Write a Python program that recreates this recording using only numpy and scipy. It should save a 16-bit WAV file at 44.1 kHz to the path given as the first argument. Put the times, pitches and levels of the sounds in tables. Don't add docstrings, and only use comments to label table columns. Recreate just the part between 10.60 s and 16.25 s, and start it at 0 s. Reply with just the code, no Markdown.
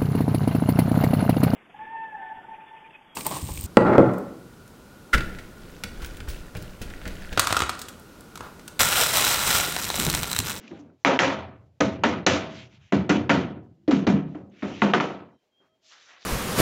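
import sys
import numpy as np
from scipy import signal
from scipy.fft import rfft, irfft, next_fast_len
from scipy.io import wavfile
from scipy.ndimage import uniform_filter1d

SR = 44100
rng = np.random.default_rng(int(sys.argv[2]) if len(sys.argv) > 2 else 0)


def gain_from_db(level_db):
    decades = np.asarray(level_db, float) / 20
    return 10 ** decades


def wav_record(signal):
    frames = np.transpose(np.atleast_2d(signal))
    bounded = np.clip(frames, -1, 1)
    quanta = np.round(bounded * 32767).astype(np.int16)
    wavfile.write(sys.argv[1], SR, quanta)


N = 249165
TIME = np.arange(N) / SR
STEP = 16
FAST = next_fast_len(N)
HZ = np.arange(FAST // 2 + 1) * SR / FAST + 1
BANDS = 143 * 2 ** (np.arange(19) / 3)

# f/Hz, level/dB per Hz
FLOOR_COLOUR = [(30, -18.5), (100, -7.5), (350, 0.5), (700, -3.5), (1200, -12), (3000, -13), (7400, -21),
                (8200, -30.5)]
# start t/s, length/s, f/Hz, level/dB
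HUM_LINES = [(5.04, .17, 640, -73), (5.21, .11, 640, -72), (5.05, .14, 1285, -79), (4.98, .25, 5600, -93),
             (4.7, .12, 3900, -86), (3.16, .07, 335, -63), (3.225, .055, 340, -59), (4.72, .07, 5600, -90),
             (4.8, .15, 620, -82), (1.13, .07, 560, -78), (.1, .1, 800, -54)]
# start t/s, length/s, level/dB
INSECT_CALLS = [
    (4.682, 0.2, -77),
    (4.84, .45, -81),
    (4.905, 0.16, -67),
    (5.07, .12, -80),
    (5.17, .1, -79),
]
# start t/s, length/s, level/dB,
# colour/octaves over 1 kHz, swelling share of stroke
SLIDES = [(-.1, 0.48, -46, -2, 0.27), (-.1, 0.4, -52.5, 1.4, 0.2), (0.107, 0.033, -37, -2, 0.47),
          (0.162, 0.086, -53, -0.5, 0.36), (1.859, 0.16, -48, -2, 0.23), (1.873, 0.23, -42, 1.42, 0.42),
          (2.067, 0.13, -55, 1.44, 0.64), (2.059, 0.24, -62.5, 0.5, 0.31), (2.174, 0.17, -58, 1.36, 0.5),
          (3.8, 0.32, -56, -2, .4), (3.894, 0.17, -56, 1.2, 0.61), (3.745, 0.1, -53, 0, 0.098),
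          (0.194, 0.2, -49, -2.0, 0.3), (3.62, .25, -64, 1.6, .4), (0, .12, -54, .6, .3),
          (.14, .06, -54, .8, .5), (.185, .04, -58, 2.4, .4), (0.394, 0.056, -74, 2.5, 0.54),
          (3.952, 0.68, -42, 1.37, 0.26), (4.024, 0.15, -39, -2.5, 0.28), (4.993, .12, -66, 0.3, 0.32),
          (5.208, 0.2, -52, 2.2, 0.4), (5.25, 0.31, -50, 1.9, 0.27), (5.295, 0.2, -51, 0.7, 0.15),
          (5.422, 0.25, -50, 0.8, 0.41), (5.56, 0.2, -50, 2, 0.4), (5.475, .13, -50, .8, .25),
          (5.36, .22, -56, 2.3, .5), (5.282, 0.55, -67, -0.8, 0.6)]

# t/s, thud level/dB, knock level/dB,
# knock colour/octaves over 1 kHz, length share
BLOWS = [(.110, -33.5, -48, -0.0033, 0.69), (0.4482, -23.5, -8, 0.3, 0.99), (.5910, -19, -9, 0.75, 1.08),
         (1.2040, -16, -20, 0.88, 0.96), (1.4356, -12, -13, 0.44, 0.87), (1.6641, -15.5, -11.5, 1.33, 1.12),
         (2.3220, -13, -22.5, 0.38, 0.89), (2.4927, -9.5, -17, 0.68, 0.87),
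         (2.6940, -9.5, -13.5, 0.5, 0.99), (3.2785, -12, -31, 0.11, .9), (3.3092, -13, -24, 1.0, 0.94),
         (3.4672, -11.5, -21, 0.42, 0.87), (3.535, -25.5, -36.5, -.6, 1.15),
         (3.7483, -32, -38.5, -1.37, 0.83), (4.0258, -20.5, -27.5, -0.42, 0.89),
         (4.2189, -15, -18, -0.098, 1.23), (4.335, -19.5, -13, -0.038, 0.92), (4.4004, -48, -25, 0.4, 1.2),
         (5.002, -67.5, -69, -.9, 1.15)]
# bench level/dB, favoured bench mode/octaves over 200 Hz,
# board level/dB, boom level/dB
DRIVES = [(-34.5, .32, -41.5, -55), (-14.5, 0.23, -13, -40.5), (-18.5, 0.21, -15.5, -36.5),
          (-15.5, 0.27, -13.5, -32), (-23, .13, -17, -33.5), (-22, 0.29, -12.5, -35),
          (-14, 0.12, -20, -31.5), (-18, .1, -25.5, -31.5), (-18.5, 0.28, -18, -30.5), (-17, 0.5, -23, -45),
          (-16, .2, -32, -44.5), (-15, .1, -24, -37), (-17.5, 0.017, -45.5, -46.5), (-35, .26, -40.5, -54),
          (-21.5, 0.35, -33, -42.5), (-18.5, .02, -17, -50), (-23, 0.25, -27, -48),
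          (-30.5, 0.29, -37, -49.5), (-68, 0.48, -58, -92)]
# t/s, level/dB
BUMPS = [
    (.74, -41),
    (.92, -54),
    (1.96, -51.5),
    (2.17, -58),
    (3.12, -65.5),
]
# f/Hz, width/octaves, level/dB
BOOM_MODES = [(67, 0.14, -14), (89.7, 0.079, -6), (122, 0.28, -2)]
# f/Hz, t60/s
TAIL_T60 = [(60, 0.94), (150, 0.74), (300, 0.59), (800, 0.53), (2000, 0.44), (4500, 0.37), (7500, 0.26)]
# f/Hz, exponent
TAIL_BEND = [(80, 0.88), (300, 1.25), (1500, 1.085), (7000, 1.18)]
# f/Hz, time/ms
SWELL = [(60, 40), (150, 51), (300, 2.2), (800, 1.2), (2000, 1.8), (7500, 0.94)]
# f/Hz, level/dB
LINGER = [(60, -18.5), (150, -17), (400, -35), (1000, -43.5), (2500, -69.5)]
# f/Hz, level/dB
EARLY = [(200, -9), (600, 3), (2000, 5.5), (7000, -3.5)]
# f/Hz, level/dB
EDGE = [(40, -41), (70, -32), (110, -12), (200, 2.5), (3000, 0.5), (4700, -4.5), (6300, 3), (7600, -8.5)]

# t/s, peak level/dB, f/Hz, t60/s
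HOLLOWS = [(.112, -33, 328, 0.15), (.195, -38, 290, .2), (.451, -21, 280, .15), (.453, -22, 411, 0.13),
           (.488, -19, 533.6, 0.27), (.53, -20, 266, .14), (.598, -20.5, 290.5, .12),
           (.625, -23.5, 530, 0.4), (.670, -20, 276, .13), (1.212, -14, 296, .12), (1.216, -20, 493, 0.13),
           (1.262, -19.5, 199.5, 0.18), (1.439, -20.5, 417, 0.13), (1.444, -19, 596, .12),
           (1.452, -16.5, 236.6, .13), (1.49, -24, 488, .15), (1.668, -19.5, 210.4, 0.097),
           (1.677, -20, 306, .12), (1.668, -22.5, 572, .18), (1.703, -21, 515, .2), (1.738, -21, 291, .14),
           (2.327, -22, 400.5, 0.15), (2.330, -16, 202, 0.15), (2.384, -18.5, 190, 0.18),
           (2.496, -16.5, 168.3, .12), (2.508, -11.5, 295.3, .13), (2.562, -20, 199.4, 0.14),
           (2.572, -22.5, 280, .12), (2.697, -21, 158, .12), (2.705, -11.5, 282.8, .15),
           (2.707, -21.5, 687, 0.11), (2.76, -18, 186.4, .15), (2.777, -20, 277, .13),
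           (3.280, -8, 312.4, .1), (3.328, -8, 255, .08), (3.331, -19, 195.5, 0.33),
           (3.467, -20, 411, 0.11), (3.48, -8, 289, .08), (3.477, -11, 194.8, .15), (3.528, -21.5, 296, .1),
           (3.532, -12.5, 193.7, 0.13), (3.64, -28, 185.2, 0.26), (3.754, -30, 306, 0.12),
           (4.03, -24.5, 203, .23), (4.22, -19.5, 402, .1), (4.221, -13.5, 205.8, 0.22),
           (4.271, -21, 204.4, 0.28), (4.357, -20, 226, 0.17), (4.425, -23.5, 250, 0.11)]
# f/Hz, width/Hz, level/dB
BENCH_MODES = [(154.2, 5, -1), (173, 11, -3.5), (196.5, 6.7, -2), (208, 25, -9.5), (247.7, 22, -7),
               (270.9, 5.8, -2.5), (288, 14, -1), (312, 21, -0.5), (328, 11, -7), (378, 5.9, -3.5),
               (400, 6.4, -5)]
# f/Hz, width/Hz, level/dB
BOARD_MODES = [(472, 14, -10), (526.9, 11, -3), (556, 7.8, -5), (648, 4.8, -6.5), (783, 22, -7),
               (862, 14, -9.5), (974, 75, -4.5), (1207, 42, -6), (1500, 42, -7), (1660, 64, -10),
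               (1900, 39, -13.5), (2020, 22, -12), (2420, 46, -12.5), (2710, 33, -15.5)]
# t/s, peak level/dB, f/Hz, t60/s
PINGS = [(.078, -43, 2390, 0.042), (0.4492, -13.5, 1184, 0.064), (0.448, -20, 1440, 0.053),
         (.4489, -18.5, 2300, .03), (.456, -15, 813, .09), (.498, -23.5, 826, .07),
         (0.5914, -13.5, 2500, .03), (0.5923, -18.5, 2740, 0.032), (.592, -17.5, 1766, 0.034),
         (0.591, -19.5, 1475, 0.044), (.594, -16.5, 1270, .05), (.599, -21.5, 940, 0.068),
         (1.207, -24.5, 1005, .07), (1.208, -18, 1256, 0.091), (1.439, -14, 1405, .05),
         (1.4418, -16, 950, 0.073), (1.4415, -14, 1780, 0.048), (1.441, -22, 2050, 0.032),
         (1.668, -16, 1460, 0.048), (1.668, -17.5, 1104, 0.056), (1.668, -19.5, 969, .05),
         (1.668, -14.5, 740, 0.067), (1.669, -19.5, 2140, .035), (1.67, -19, 2570, 0.038),
         (2.325, -19, 684, .07), (2.497, -20, 1432, 0.13), (2.502, -18.5, 2020, .04),
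         (2.6975, -19, 2300, .035), (2.699, -17, 1580, 0.037), (2.700, -16.5, 907, 0.047),
         (2.701, -18, 1930, .045), (2.71, -20, 1335, .06), (2.716, -18, 1436, .07), (3.47, -22, 840, 0.035),
         (3.475, -25.5, 1205, 0.071), (3.898, -68, 6400, .03), (4.163, -46, 2500, .06),
         (4.2196, -17, 2010, 0.037), (4.219, -11.5, 1420, .045), (4.2215, -15.5, 910, 0.077),
         (4.337, -20.5, 810, .05), (4.338, -19, 1050, 0.054), (4.3383, -7, 1230, .045),
         (4.338, -13.5, 1670, .045), (4.337, -21.5, 1922, .035), (4.4018, -17, 1200, .045),
         (4.4008, -16, 1350, .04), (5.493, -53, 1900, .08)]
# t/s, peak level/dB, f/Hz, ring/cycles
TICKS = [(.4519, -12, 1100, .7), (.462, -16, 900, .9), (.4693, -15, 800, .8), (.5945, -15, 1800, .6),
         (.6378, -16, 1800, .6), (1.2105, -19, 2300, 1.2), (1.2135, -18, 1900, 1), (1.4375, -25, 6500, 3),
         (1.4442, -14, 1200, .6), (1.6715, -13, 1300, .7), (1.675, -14, 1300, .7), (2.496, -24, 6500, 2),
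         (2.5035, -24, 5700, 2), (2.5078, -18, 2200, .7), (3.283, -35, 4300, 1.5), (3.3118, -26, 4300, 1.2),
         (3.3135, -25, 2700, 1.2), (3.3152, -28, 4800, 1.2), (3.318, -21, 1100, 1),
         (3.4685, -26, 4000, 1.2), (3.4705, -27, 3600, 1.2), (3.4745, -27, 4600, 1),
         (3.477, -27, 5000, 1.2), (3.4765, -23, 2400, 1), (4.2195, -18, 2900, .8), (4.2218, -13, 1200, .8),
         (4.3375, -8, 2500, .8), (4.348, -21, 3500, 1), (4.4012, -24, 2800, 1), (5.322, -51, 4200, 4),
         (5.39, -56, 3600, 8), (5.496, -55, 3500, 6), (5.575, -54, 1100, 5), (.0795, -45, 2450, 6)]
# t/s, peak level/dB, f/Hz, ring/cycles
CRACKS = [(.0787, -39, 2580, 1.6), (.0795, -41, 5760, .8), (0.114, -39, 2000, 0.75), (0.449, 1, 1930, 0.6),
          (0.5913, 0.5, 2350, .8), (1.2072, -16, 3200, 0.93), (1.2078, -20, 6140, 4), (1.438, -16, 2600, 3),
          (1.4419, -5.5, 1510, 0.51), (1.6655, -12.5, 4100, 2.6), (1.6662, -9, 6300, 2.2),
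          (2.325, -16, 1900, 0.72), (2.497, -16, 2290, 0.78), (2.6946, -13.5, 2830, 0.61),
          (2.7003, -9, 2290, 1.5), (3.2785, -29, 2660, 0.4), (3.3103, -20, 2950, 0.5),
          (3.47, -19, 3190, 0.6), (3.475, -37.5, 2450, 1.2), (3.7482, -38.5, 1680, 0.82),
          (3.755, -53, 4500, 0.56), (4.024, -24.5, 1840, 0.59), (4.2202, -8, 1940, .9),
          (4.3369, -4.5, 2340, 0.75), (4.4012, -10.5, 1920, 0.52), (5.3213, -39, 3600, 0.8),
          (5.491, -45, 2000, .9), (5.6282, -38, 2880, 0.49)]
# from t/s, to t/s, level/dB
DUCKS = [
    (.577, .590, -19),
    (1.182, 1.2025, -10),
    (1.652, 1.663, -11),
    (2.485, 2.492, -4),
    (3.455, 3.4665, -4),
    (4.318, 4.335, -4),
    (4.388, 4.3995, -4),
]


def on_log(table, hz):
    f, v = np.transpose(table)
    return np.interp(np.log(hz), np.log(f), v)


def shaped(gain):
    x = irfft(rfft(rng.standard_normal(FAST)) * gain, FAST)[:N]
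    return x / np.std(x)


def band(hz, octaves=.2, ripple=1):
    return shaped(ripple * np.exp(-.5 * (np.log2(HZ / hz) / octaves) ** 2))


def walk(rate):
    k = int(SR / rate)
    return uniform_filter1d(np.repeat(rng.standard_normal(N // k + 1), k), k)[:N]


def add(out, s, x):
    i = int(s * SR)
    out[i:i + len(x)] += x[:len(out) - i]


def full(slow):
    return np.interp(np.arange(N) / STEP, np.arange(len(slow)), slow)


def after(times, shapes):
    slow = np.zeros(N // STEP + 2)
    for s, shape in zip(times, shapes):
        add(slow, s / STEP, shape)
    return full(slow)


def stroke(s, length, swell):
    top = s + length * np.clip(swell, .05, .95)
    u = np.interp(TIME[::STEP], [s, top, s + length], [0, 1, 0])
    return np.sin(np.pi / 2 * u) ** 1.51


def floor():
    return gain_from_db(-77.5 + 1.5 * walk(36)) * shaped(gain_from_db(on_log(FLOOR_COLOUR, HZ)))


def machine_lines():
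    cycles_per_hz = np.cumsum(1 + .006 * walk(90)) / SR
    flicker = gain_from_db(2.5 * walk(50))
    out = np.zeros(N)
    for s, length, hz, db in HUM_LINES:
        out += full(stroke(s, length, .4)) * gain_from_db(db) * np.sin(2 * np.pi * hz * cycles_per_hz)
    return flicker * out


def insect():
    size = full(sum(gain_from_db(db) * stroke(s, length, 0.5) for s, length, db in INSECT_CALLS))
    hz = 3215 + 8 * walk(17) + 30 * walk(160) - 90 * (TIME < 4.83)
    return size * gain_from_db(-2.5 + 3.0 * walk(60)) * np.sin(2 * np.pi * np.cumsum(hz) / SR)


def slides():
    out = np.zeros(N)
    grain = walk(450) + .4 * walk(40)
    s, length, db, colour, swell = np.transpose(SLIDES)
    shapes = np.array([stroke(*row) for row in zip(s, length, swell)])
    for hz in BANDS:
        over = np.log2(hz / 1000) - colour
        share = gain_from_db(db + np.where(over > 0, -8.5, 12) * over)
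        patches = 1.5 * grain + 2.2 * walk(25)
        size = full(np.sqrt(share ** 2 @ shapes ** 2))
        out += size * gain_from_db(0.74 * on_log(EDGE, hz) - 9.0 + patches) * band(hz, 0.2)
    return out


def boom():
    rise_s, t60_s, rest_db = 0.016, .8, -87.5
    t = np.arange(0, int(1.2 * SR), STEP) / SR
    shape = (1 - np.exp(-t / rise_s)) ** 2 * gain_from_db(4.5 - 60 * t / t60_s)
    blows = [np.array(BLOWS)[:, 0], np.array(DRIVES)[:, 3]]
    s, db = np.hstack([blows, np.transpose(BUMPS)])
    power = after(s, (gain_from_db(db)[:, None] * shape) ** 2) + gain_from_db(rest_db) ** 2
    return np.sqrt(power) * sum(gain_from_db(own_db) * band(hz, octaves) for hz, octaves, own_db in BOOM_MODES)


def room_modes():
    spacing_hz, spread_db = 22.04, 2.5
    grid = np.arange(0, SR / 2 + 100, spacing_hz)
    return gain_from_db(spread_db * np.interp(HZ, grid, rng.standard_normal(len(grid))))


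def tails():
    thud_hz, thud_db_per_oct, knock_db_per_oct2 = 280, -11, -2
    linger_t60_s, early_s = 0.93, 0.021
    hush_db, hush_over_hz, hush_ragged_db = -81, 900, 5
    out = np.zeros(N)
    t = np.arange(0, int(1.4 * SR), STEP) / SR
    rows, rattle, room = np.array(BLOWS), walk(260), room_modes()
    for hz in BANDS:
        rise = (1 - np.exp(-t * 1000 / on_log(SWELL, hz))) ** 2
        thud = gain_from_db(rows[:, 1:2] + thud_db_per_oct * max(np.log2(hz / thud_hz), 0))
        knock = gain_from_db(rows[:, 2:3] + knock_db_per_oct2 * (np.log2(hz / 1000) - rows[:, 3:4]) ** 2)
        fade_db = -60 * (t / (rows[:, 4:] * on_log(TAIL_T60, hz))) ** on_log(TAIL_BEND, hz)
        linger_db = on_log(LINGER, hz) - 60 * t / linger_t60_s
        early_db = on_log(EARLY, hz) - 9 * t / early_s
        decay = gain_from_db(fade_db) ** 2 + gain_from_db(linger_db) ** 2 + gain_from_db(early_db) ** 2
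        power = after(rows[:, 0], rise * (thud ** 2 + knock ** 2) * decay)
        power = power * gain_from_db(on_log(EDGE, hz) - 17.0) ** 2
        drift = walk(40)
        patches = 1.5 * rattle + 1.2 * drift
        hush = (hz > hush_over_hz) * gain_from_db(hush_db - hush_ragged_db * drift) ** 2
        kept = power / (power + hush + 1e-30)
        out += np.sqrt(power) * kept * gain_from_db(patches) * band(hz, 0.22, room)
    return out


def hollows():
    out, t = np.zeros(N), np.arange(int(.35 * SR)) / SR
    for s, db, hz, t60 in HOLLOWS:
        swell = 1 - np.exp(-t * hz)
        add(out, s, gain_from_db(db + 2.5 - 60 * t / t60) * swell * np.sin(2 * np.pi * hz * t))
    return out


def bench():
    bench_db_per_oct2, board_reach_db_per_oct = -30.5, -10
    out, t = np.zeros(N), np.arange(0, int(.6 * SR), STEP) / SR
    modes = BENCH_MODES + BOARD_MODES
    rows, chance = np.array(BLOWS), rng.standard_normal((len(BLOWS), len(modes)))
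    bench_db, favoured, board_db = np.transpose(DRIVES)[:3]
    for k, (hz, width, db) in enumerate(modes):
        bench_share = gain_from_db(bench_db + bench_db_per_oct2 * (np.log2(hz / 200) - favoured) ** 2)
        board_share = gain_from_db(board_db + board_reach_db_per_oct * max(np.log2(530 / hz), 0))
        share = np.hypot(bench_share, board_share)
        size = (share * gain_from_db(db + 1.5 * chance[:, k]))[:, None]
        blow = 0.032 * np.exp(-t * hz / 2.5)
        loose = 0.0099 * np.exp(-t / (0.073 * rows[:, 4:]))
        push = after(rows[:, 0], size * (blow + loose)) * rng.standard_normal(N)
        p = np.exp(-np.pi * width / SR)
        w = 2 * np.pi * hz / SR
        out += np.sin(w) * signal.lfilter([1], [1, -2 * p * np.cos(w), p * p], push)
    return out


def pings():
    out, t = np.zeros(N), np.arange(int(.15 * SR)) / SR
    for s, db, hz, t60 in PINGS:
        pair = np.sin(2 * np.pi * hz * t) + 0.3 * np.sin(2 * np.pi * 1.2 * hz * t)
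        add(out, s, gain_from_db(db - 0.5 - 60 * t / t60) * (1 - np.exp(-t / 0.00026)) * pair)
    return out


def burst(t, hz, cycles, phase=0):
    return np.cos(2 * np.pi * hz * t + phase) * np.exp(-(t * hz / max(cycles, .3)) ** 2)


def ticks():
    out, t = np.zeros(N), np.arange(-600, 600) / SR
    for s, db, hz, cycles in TICKS:
        add(out, s + t[0], gain_from_db(db) * burst(t, hz, cycles))
    return out


def cracks():
    chatter_cycles, chatter_top_ms = 9, 4.9
    out, t = np.zeros(N), np.arange(-200, 200) / SR
    chance = rng.random((len(CRACKS), 8, 3))
    for (s, db, hz, cycles), draws in zip(CRACKS, chance):
        chatter_ms = min(chatter_top_ms, 1000 * chatter_cycles / hz)
        for k, (when, size, pitch) in enumerate(draws):
            again = k > 0
            f = hz * (1 + again * 1.5 * (pitch - .45))
            tick = burst(t, f, cycles, again * 2 * np.pi * size)
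            late = again * (.0008 + when * chatter_ms * .002)
            add(out, s + t[0] + late, tick * gain_from_db(db - again * (8 + 5 * size + 7 * when)))
    return out


def scene():
    room = slides() + boom() + tails()
    wood = hollows() + gain_from_db(-3) * bench() + pings()
    contacts = ticks() + cracks()
    return (room + wood + contacts)[None, :]


def phone_gain():
    gate_s, gate_open_s, gate_db, gate_fall_s = 4.755, 4.99, -22, 0.034
    squeeze_over_db, squeeze_share, squeeze_late_s, squeeze_release_s = -10.5, 0.61, 0.0014, 0.036
    gain_db = np.zeros(N)
    for a, b, db in DUCKS:
        gain_db[int(a * SR):int(b * SR)] = db
    gain_db += gate_db * np.clip((TIME - gate_s) / gate_fall_s, 0, 1) * (TIME < gate_open_s)
    release = np.exp(-TIME[:SR // 2] / squeeze_release_s)
    for s, db, *_ in CRACKS:
        add(gain_db, s + squeeze_late_s, -squeeze_share * max(db - squeeze_over_db, 0) * release)
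    return gain_from_db(uniform_filter1d(gain_db, size=50))


def top_cut(x):
    return signal.sosfilt(signal.butter(12, 15700, fs=SR, output="sos"), x)


def record(dry):
    ceiling = .8
    x = dry * phone_gain()
    x = x / (1 + abs(x / ceiling) ** 4) ** .25
    x = signal.sosfilt(signal.butter(4, 68, "high", fs=SR, output="sos"), x)
    cut = signal.sosfilt(signal.cheby1(7, 1, 7380, fs=SR, output="sos"), x)
    mirror = cut * np.cos(2 * np.pi * 16000 * TIME)
    second = cut * np.cos(2 * np.pi * 20000 * TIME)
    near = signal.sosfilt(signal.butter(3, [8700, 11200], "band", fs=SR, output="sos"), mirror)
    far = signal.sosfilt(signal.butter(2, [12800, 15000], "band", fs=SR, output="sos"), second)
    background = floor() + machine_lines() + insect()
    return top_cut(cut + gain_from_db(-32.0) * near + gain_from_db(-44.5) * far + background)


dry = scene()
out = record(dry)
wav_record(out)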